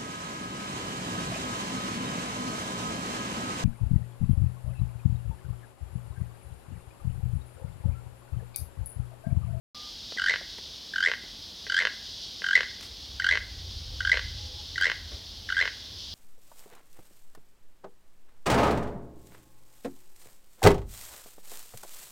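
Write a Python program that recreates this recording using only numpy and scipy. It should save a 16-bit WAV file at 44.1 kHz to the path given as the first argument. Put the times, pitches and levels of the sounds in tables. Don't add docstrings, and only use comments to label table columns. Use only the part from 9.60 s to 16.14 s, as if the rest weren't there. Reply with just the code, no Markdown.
import sys
import numpy as np
from scipy import signal
from scipy.fft import rfft, irfft, next_fast_len
from scipy.io import wavfile

SR = 44100
rng = np.random.default_rng(int(sys.argv[2]) if len(sys.argv) > 2 else 0)


def transcribe(signal):
    frames = np.atleast_2d(signal).T
    limited = np.clip(frames, -1, 1)
    pcm = np.round(limited * 32767).astype(np.int16)
    wavfile.write(sys.argv[1], SR, pcm)


N = 288414
TIME = np.arange(N) / SR

# (frequency [Hz], left-right correlation [0..1])
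STEREO_IMAGE = [(60, .9995), (250, .993), (1000, .997), (2200, .999), (5000, .9992), (6300, .99),
                (8000, .7), (11000, .38), (16000, .33)]
# (frequency [Hz], relative density [dB])
AIR_COLOUR = [(100, 2), (240, 1), (400, -4), (700, -6.5), (1300, -12), (2500, -9.5), (8000, -21),
              (16000, -18.5)]
RUMBLE_COLOUR = [(32, 0), (44, 2), (62, -1), (80, 0), (104, -8), (125, -13), (155, -29.5), (220, -48)]
INSECT_COLOUR = [(2000, -53), (2600, -16.5), (2900, -7.5), (3300, -0.5), (4100, -1.5), (5100, -2),
                 (5800, -9), (6600, -16.5), (7500, -27.5), (9500, -30)]
# (time [s], level [dB])
RUMBLE_SWELL = [(.15, -57.5), (2.9, -58), (3.6, -47.5), (4.05, -42.5), (4.7, -41), (5.1, -48),
                (6.54, -49.5)]
# (start [s], end [s], pitch [Hz], start level [dB], end level [dB])
DISTANT_TONES = [(0.1, 0.33, 1202, -43, -66.5), (0.102, 0.28, 791, -53, -75.5),
                 (4.177, 5.05, 507, -67, -62), (4.7, 5.043, 835, -65.5, -63)]
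# (time [s], dull level [dB], bright level [dB], decay by 60 dB [s])
TICK_CUES = [(0.522, -37, -73.5, 0.027), (0.564, -43, -62, 0.051), (0.812, -38, -66, 0.032),
             (0.983, -35, -50, 0.029), (1.634, -47.5, -58, 0.071), (3.209, -49, -38.5, 0.022),
             (3.226, -58, -47, 0.31), (5.213, -31, -37, 0.0038), (5.517, -46, -59, 0.23)]
# (frequency [Hz], relative density [dB])
DULL_COLOUR = [(250, -1), (480, -1), (800, -11), (1300, -15), (2000, -11.5), (4000, -34)]
BRIGHT_COLOUR = [(1000, 2), (4000, 1), (9000, -4.5), (15000, -13)]
# (delay [s], level [dB])
ECHO_TAPS = [(.0044, -12.5), (0.0095, -15), (0.276, -43)]

# (pitch [Hz], width [Hz], level [dB])
CRACK_MODES = [(1780, 220, 0), (2795, 250, -11), (4080, 250, -21), (4930, 1000, -30)]
KNOCK_MODES = [(555, 304, 1), (1090, 1200, -24)]
# (time [s], crack level [dB], knock level [dB])
THROAT_CLICKS = [(2.0671, -26, -38), (2.8197, -23.5, -36)]
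# (lead on the first snap [s], crack level [dB], knock level [dB])
SPUTTER_SLAPS = [(.043, -19.5, -35), (.0305, -16.5, -30.5), (.0177, -23.5, -36.5)]
# (time [s], first level [dB], gap [s], second level [dB], sputter trim [dB])
SNAP_CUES = [(0.7392, -13, 0.02, -17, 0), (1.516, -12.5, 0.021, -17.5, 1), (2.2522, -8.5, 0.019, -12, 1.5),
             (3.007, -11, .0247, -18.5, 1), (3.7549, -13, .0186, -13, 1), (4.5724, -11.5, .0214, -18, 1.5),
             (5.2991, -12, 0.018, -13.5, 1.5), (6.0549, -14.5, 0.022, -15, 1.5)]

# (frequency [Hz], level against the fundamental [dB])
OVERTONE_COLOUR = [(2700, -38), (3020, -13), (3300, -12.5), (3700, -22), (4700, -19), (6000, -34.5),
                   (6900, -37), (7700, -47), (8300, -37), (9400, -46.5), (13000, -64)]
# (frequency [Hz], relative density [dB])
RASP_COLOUR = [(1500, -5), (2100, 1), (2500, -9), (3100, 6.5), (5300, -1), (6800, -13), (7700, -11),
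               (8400, -23), (9500, -24), (14000, -45)]
# (start [s], crest time [s], level the rattle swells to [dB], crest level [dB],
#   crest pitch [Hz], fade per pip [dB], double-time lead on the crest [s], open-bill treble gain [dB])
CROAK_CUES = [(.5765, 0.6978, -14, -14, 2016, 3.5, .022, 4),
              (1.340, 1.463, -13.5, -10.5, 1945, 5.5, .028, 1.5),
              (2.1013, 2.1916, -15.5, -11.8, 1810, 5.5, 0.013, 7),
              (2.8448, 2.9563, -13, -5.8, 1965, 7.5, 0.009, 0.5),
              (3.601, 3.714, -11.5, -13, 1973, 2.5, 0.01, 1.5),
              (4.4083, 4.520, -13, -8.5, 2004, 4.5, .008, -1),
              (5.161, 5.2566, -14, -15, 1940, 4, .052, 3.5),
              (5.904, 6.0152, -14, -14.5, 1997, 4.5, 0.048, -1.5)]
# (time [s], level drop [dB])
WEAK_BEATS = [(.577, 8), (1.340, 5), (3.623, 7), (4.430, 21), (5.160, 7.5), (5.203, 12), (5.948, 10)]
# (time [s], level [dB], pitch [Hz])
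STUMBLE_PIPS = [(0.587, -23.5, 1590), (5.8929, -23.5, 1734)]

BOUNCE_S, BOUNCE_DB = .001949, -7.5
PIP_MS, CREST_MS, FADE_MS = 5.3, 4.9, 2.9


def from_db(db):
    return 10 ** (np.asarray(db) / 20)


def unit_rms(x):
    return x / np.sqrt(np.mean(x ** 2) + 1e-20)


def at_hz(points, hz):
    known_hz, values = np.transpose(points)
    return np.interp(np.log(hz + 1), np.log(known_hz), values)


def drift(rate_hz):
    knots = rng.standard_normal(int(rate_hz * N / SR) + 2)
    return unit_rms(np.interp(TIME * rate_hz, np.arange(len(knots)), knots))


def noise(colour):
    size = next_fast_len(N)
    hz = np.arange(size // 2 + 1) * SR / size
    rolloff = 1 / (1 + (colour[0][0] / (hz + 1)) ** 4) / (1 + (hz / colour[-1][0] / 1.2) ** 8)
    alike = np.clip(at_hz(STEREO_IMAGE, hz), 0, 1)
    mid, side = rfft(rng.standard_normal((2, size))) * from_db(at_hz(colour, hz)) * rolloff
    left_right = np.sqrt(1 + alike) * mid + np.sqrt(1 - alike) * side * [[1], [-1]]
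    return unit_rms(irfft(left_right, size)[:, :N])


def ring(clicks, hz, width_hz):
    r, w = np.exp(-np.pi * width_hz / SR), 2 * np.pi * hz / SR
    return signal.lfilter([1, -r * np.cos(w)], [1, -2 * r * np.cos(w), r * r], clicks + 1e-18)


def band(x, low_hz, high_hz, order=2):
    sos = signal.butter(order, [low_hz, min(high_hz, .45 * SR)], "band", fs=SR, output="sos")
    return signal.sosfilt(sos, x)


def delayed(x, seconds):
    return np.interp(TIME - seconds, TIME, x, left=0)


def far_tones(waver=.005, flutter_db=4, fade_s=.043):
    out = np.zeros(N)
    for start, end, hz, start_db, end_db in DISTANT_TONES:
        fade = np.clip(np.minimum(TIME - start, end - TIME) / fade_s, 0, 1)
        level = from_db(np.interp(TIME, [start, end], [start_db, end_db]) + flutter_db * drift(40))
        pitch = hz * (1 + waver * drift(43))
        out += fade * level * np.sin(2 * np.pi * np.cumsum(pitch) / SR)
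    return out


def rumble(throb_db=1.5, drone_hz=77.4, width_hz=34, drone_db=-1, drone_follows=.73):
    swell_db = np.interp(TIME, *np.transpose(RUMBLE_SWELL))
    drone = unit_rms(band(rng.standard_normal(N), drone_hz - width_hz / 2, drone_hz + width_hz / 2))
    drone *= from_db(drone_db + drone_follows * (swell_db - swell_db.max()))
    level = from_db(swell_db + throb_db * drift(11))
    return level * (band(noise(RUMBLE_COLOUR), 31.4, 500, order=4) + drone)


def insects(level_db=-43, swing_db=1.7, peak_s=.55, cycle_s=2.04, shimmer_db=.9):
    chorus_db = level_db + swing_db * np.cos(2 * np.pi * (TIME - peak_s) / cycle_s)
    return from_db(chorus_db + shimmer_db * drift(30)) * noise(INSECT_COLOUR)


def ticks():
    dull, bright, out = noise(DULL_COLOUR)[0], noise(BRIGHT_COLOUR)[0], np.zeros(N)
    for s, dull_db, bright_db, t60 in TICK_CUES:
        at = round(s * SR) + np.arange(SR // 4)
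        decay = from_db(-60 * TIME[:len(at)] / t60)
        out[at] += (from_db(dull_db) * dull[at] + from_db(bright_db) * bright[at]) * decay
    return out


def trees(call, near_db=-14, near_t60=.21, near_hz=8000, far_db=-22, far_t60=.52, far_hz=3500, turn_hz=5):
    t = TIME[:SR]
    heading = 2 * np.pi * turn_hz * TIME + drift(40)
    out = call + sum(from_db(db) * delayed(call, s) for s, db in ECHO_TAPS)
    for share in (np.cos(heading), np.sin(heading)):
        reverb = 0
        for level_db, t60, top_hz in ((near_db, near_t60, near_hz), (far_db, far_t60, far_hz)):
            wash = band(rng.standard_normal(SR), 1280, top_hz, order=1)
            tail = wash * from_db(-60 * t / t60) * (t > .003)
            reverb += from_db(level_db) * tail / np.sqrt(np.sum(tail ** 2))
        out += share * signal.fftconvolve(call, reverb)[:N]
    return out


def ending(s, first_db, gap_s, second_db, sputter_db):
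    for lead_s, crack_db, knock_db in SPUTTER_SLAPS:
        yield s - lead_s, crack_db + sputter_db, knock_db + sputter_db
    yield s, first_db, first_db - 22.5
    yield s + gap_s, second_db, second_db - 27


def snaps(grit_db=-6, grit_t60=.044, creak_db=-14, top_hz=5400):
    slaps = THROAT_CLICKS + [slap for cue in SNAP_CUES for slap in ending(*cue)]
    s, crack_db, knock_db = np.transpose(slaps)
    cracks, knocks, out = np.zeros((3, N))
    at = np.round(s * SR).astype(int)
    cracks[at], knocks[at] = from_db(crack_db), from_db(knock_db)
    escaping = signal.lfilter([1], [1, -from_db(-60 / (grit_t60 * SR))], knocks + 1e-18)
    crackle = escaping * rng.standard_normal(N) * (rng.random(N) < .1)
    for hits, crackle_db, modes in ((cracks, grit_db, CRACK_MODES), (knocks, creak_db, KNOCK_MODES)):
        drive = hits + from_db(crackle_db) * crackle
        out += sum(from_db(db) * ring(drive, hz, width_hz) for hz, width_hz, db in modes)
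    out = band(out + from_db(BOUNCE_DB + 2.5) * delayed(out, BOUNCE_S), 260, top_hz)
    return band(out, 100, 5900, order=4)


def rattle(start, crest, rattle_db, crest_db, crest_hz, fade_db, doubling_s, throat_hz,
           beat_s=.0224, swell_db_per_s=45, low_hz=1523, climb_s=.01674, fade_beat_s=.0118, fade_hz=2039):
    half_beats = np.linspace(start, crest, round(2 * (crest - start) / beat_s), endpoint=False)
    for k, s in enumerate(half_beats):
        to_crest = crest - s
        loss_db = k % 2 * min(6 * (to_crest / doubling_s) ** 6, 60)
        loss_db += sum(db for at, db in WEAK_BEATS if abs(s - at) < beat_s / 4)
        hz = low_hz + (crest_hz - low_hz) * np.exp(-to_crest / climb_s)
        pull = np.clip(loss_db / 7, 0, 1) ** 2
        yield s, rattle_db - swell_db_per_s * to_crest - loss_db, hz + pull * (throat_hz - hz), PIP_MS
    yield crest, crest_db, crest_hz, CREST_MS
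    for k in (1, 2, 3):
        yield crest + k * fade_beat_s, crest_db - k * fade_db, fade_hz, FADE_MS


def pips(sag_hz_per_ms=-6, rise_hz_per_ms=30, waver=.023, shimmer_db=2, reedy_lead_ms=.083,
         pure_db=4, uneven_db=1.5, rasp_db=-21, strain_db=2, kick_db=-9, throat_hz=1920):
    voice, airflow, kicks = np.zeros((3, N))
    ms = np.arange(-SR // 80, SR // 80) * 1000 / SR
    jitter, shimmer = 1 + waver * drift(900), from_db(shimmer_db * drift(900))
    lag = round(BOUNCE_S * SR)
    openings = [pip for *croak, _ in CROAK_CUES for pip in rattle(*croak, throat_hz)]
    openings += [(*pip, PIP_MS) for pip in STUMBLE_PIPS]
    for s, level_db, hz, length_ms in openings:
        chance = rng.standard_normal(8)
        at = round(s * SR) + np.arange(len(ms)) - len(ms) // 2 - lag // 2
        steepness = np.where(ms < 0, 4.5, 2.4)
        envelope = .5 ** (np.abs(2 * ms / (.85 * length_ms)) ** steepness)
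        reedy = np.interp(ms + reedy_lead_ms, ms, envelope)
        effort = np.clip((hz - 1600) / 400, 0, 1)
        glide = (1 - effort) * sag_hz_per_ms + effort * rise_hz_per_ms + 8 * chance[0]
        pitch = (hz + glide * ms) * jitter[at]
        phase = 2 * np.pi * (np.cumsum(pitch) / SR + chance[1])
        tone = envelope * shimmer[at] * np.sin(phase)
        tone += from_db(BOUNCE_DB) * np.roll(tone, lag)
        tone /= np.abs(tone).max()
        for k in range(2, 8):
            overtone_db = at_hz(OVERTONE_COLOUR, k * hz) - pure_db * effort * (k - 2.5)
            tone += from_db(overtone_db + uneven_db * chance[k]) * reedy * np.sin(k * phase + chance[k])
        voice[at] += from_db(level_db) * tone
        airflow[at] += from_db(level_db + strain_db * effort) * reedy
        kicks[round(s * SR)] += from_db(level_db + kick_db) * (1 - effort)
    voice += band(ring(kicks, throat_hz, width_hz=220), 1850, 2200)
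    rasp = from_db(rasp_db) * airflow * noise(RASP_COLOUR)[0]
    voice = band(voice, 1320, 16500, order=5) + rasp
    _, crests, *_, treble_db = np.transpose(CROAK_CUES)
    treble_gain = from_db(np.interp(TIME, crests, treble_db))
    return voice + (treble_gain - 1) * band(voice, 4000, 15700, order=1)


def scene(air_db=-54):
    toucan = trees(pips() + snaps())
    return toucan + ticks() + insects() + rumble() + from_db(air_db) * noise(AIR_COLOUR) + far_tones()


def record(dry, start_s=.1455, cutoff_hz=15900):
    opened = dry * np.clip((TIME - start_s) / .002, 0, 1)
    return signal.sosfilt(signal.ellip(10, .1, 80, cutoff_hz, fs=SR, output="sos"), opened)


dry = scene()
out = record(dry)
transcribe(out)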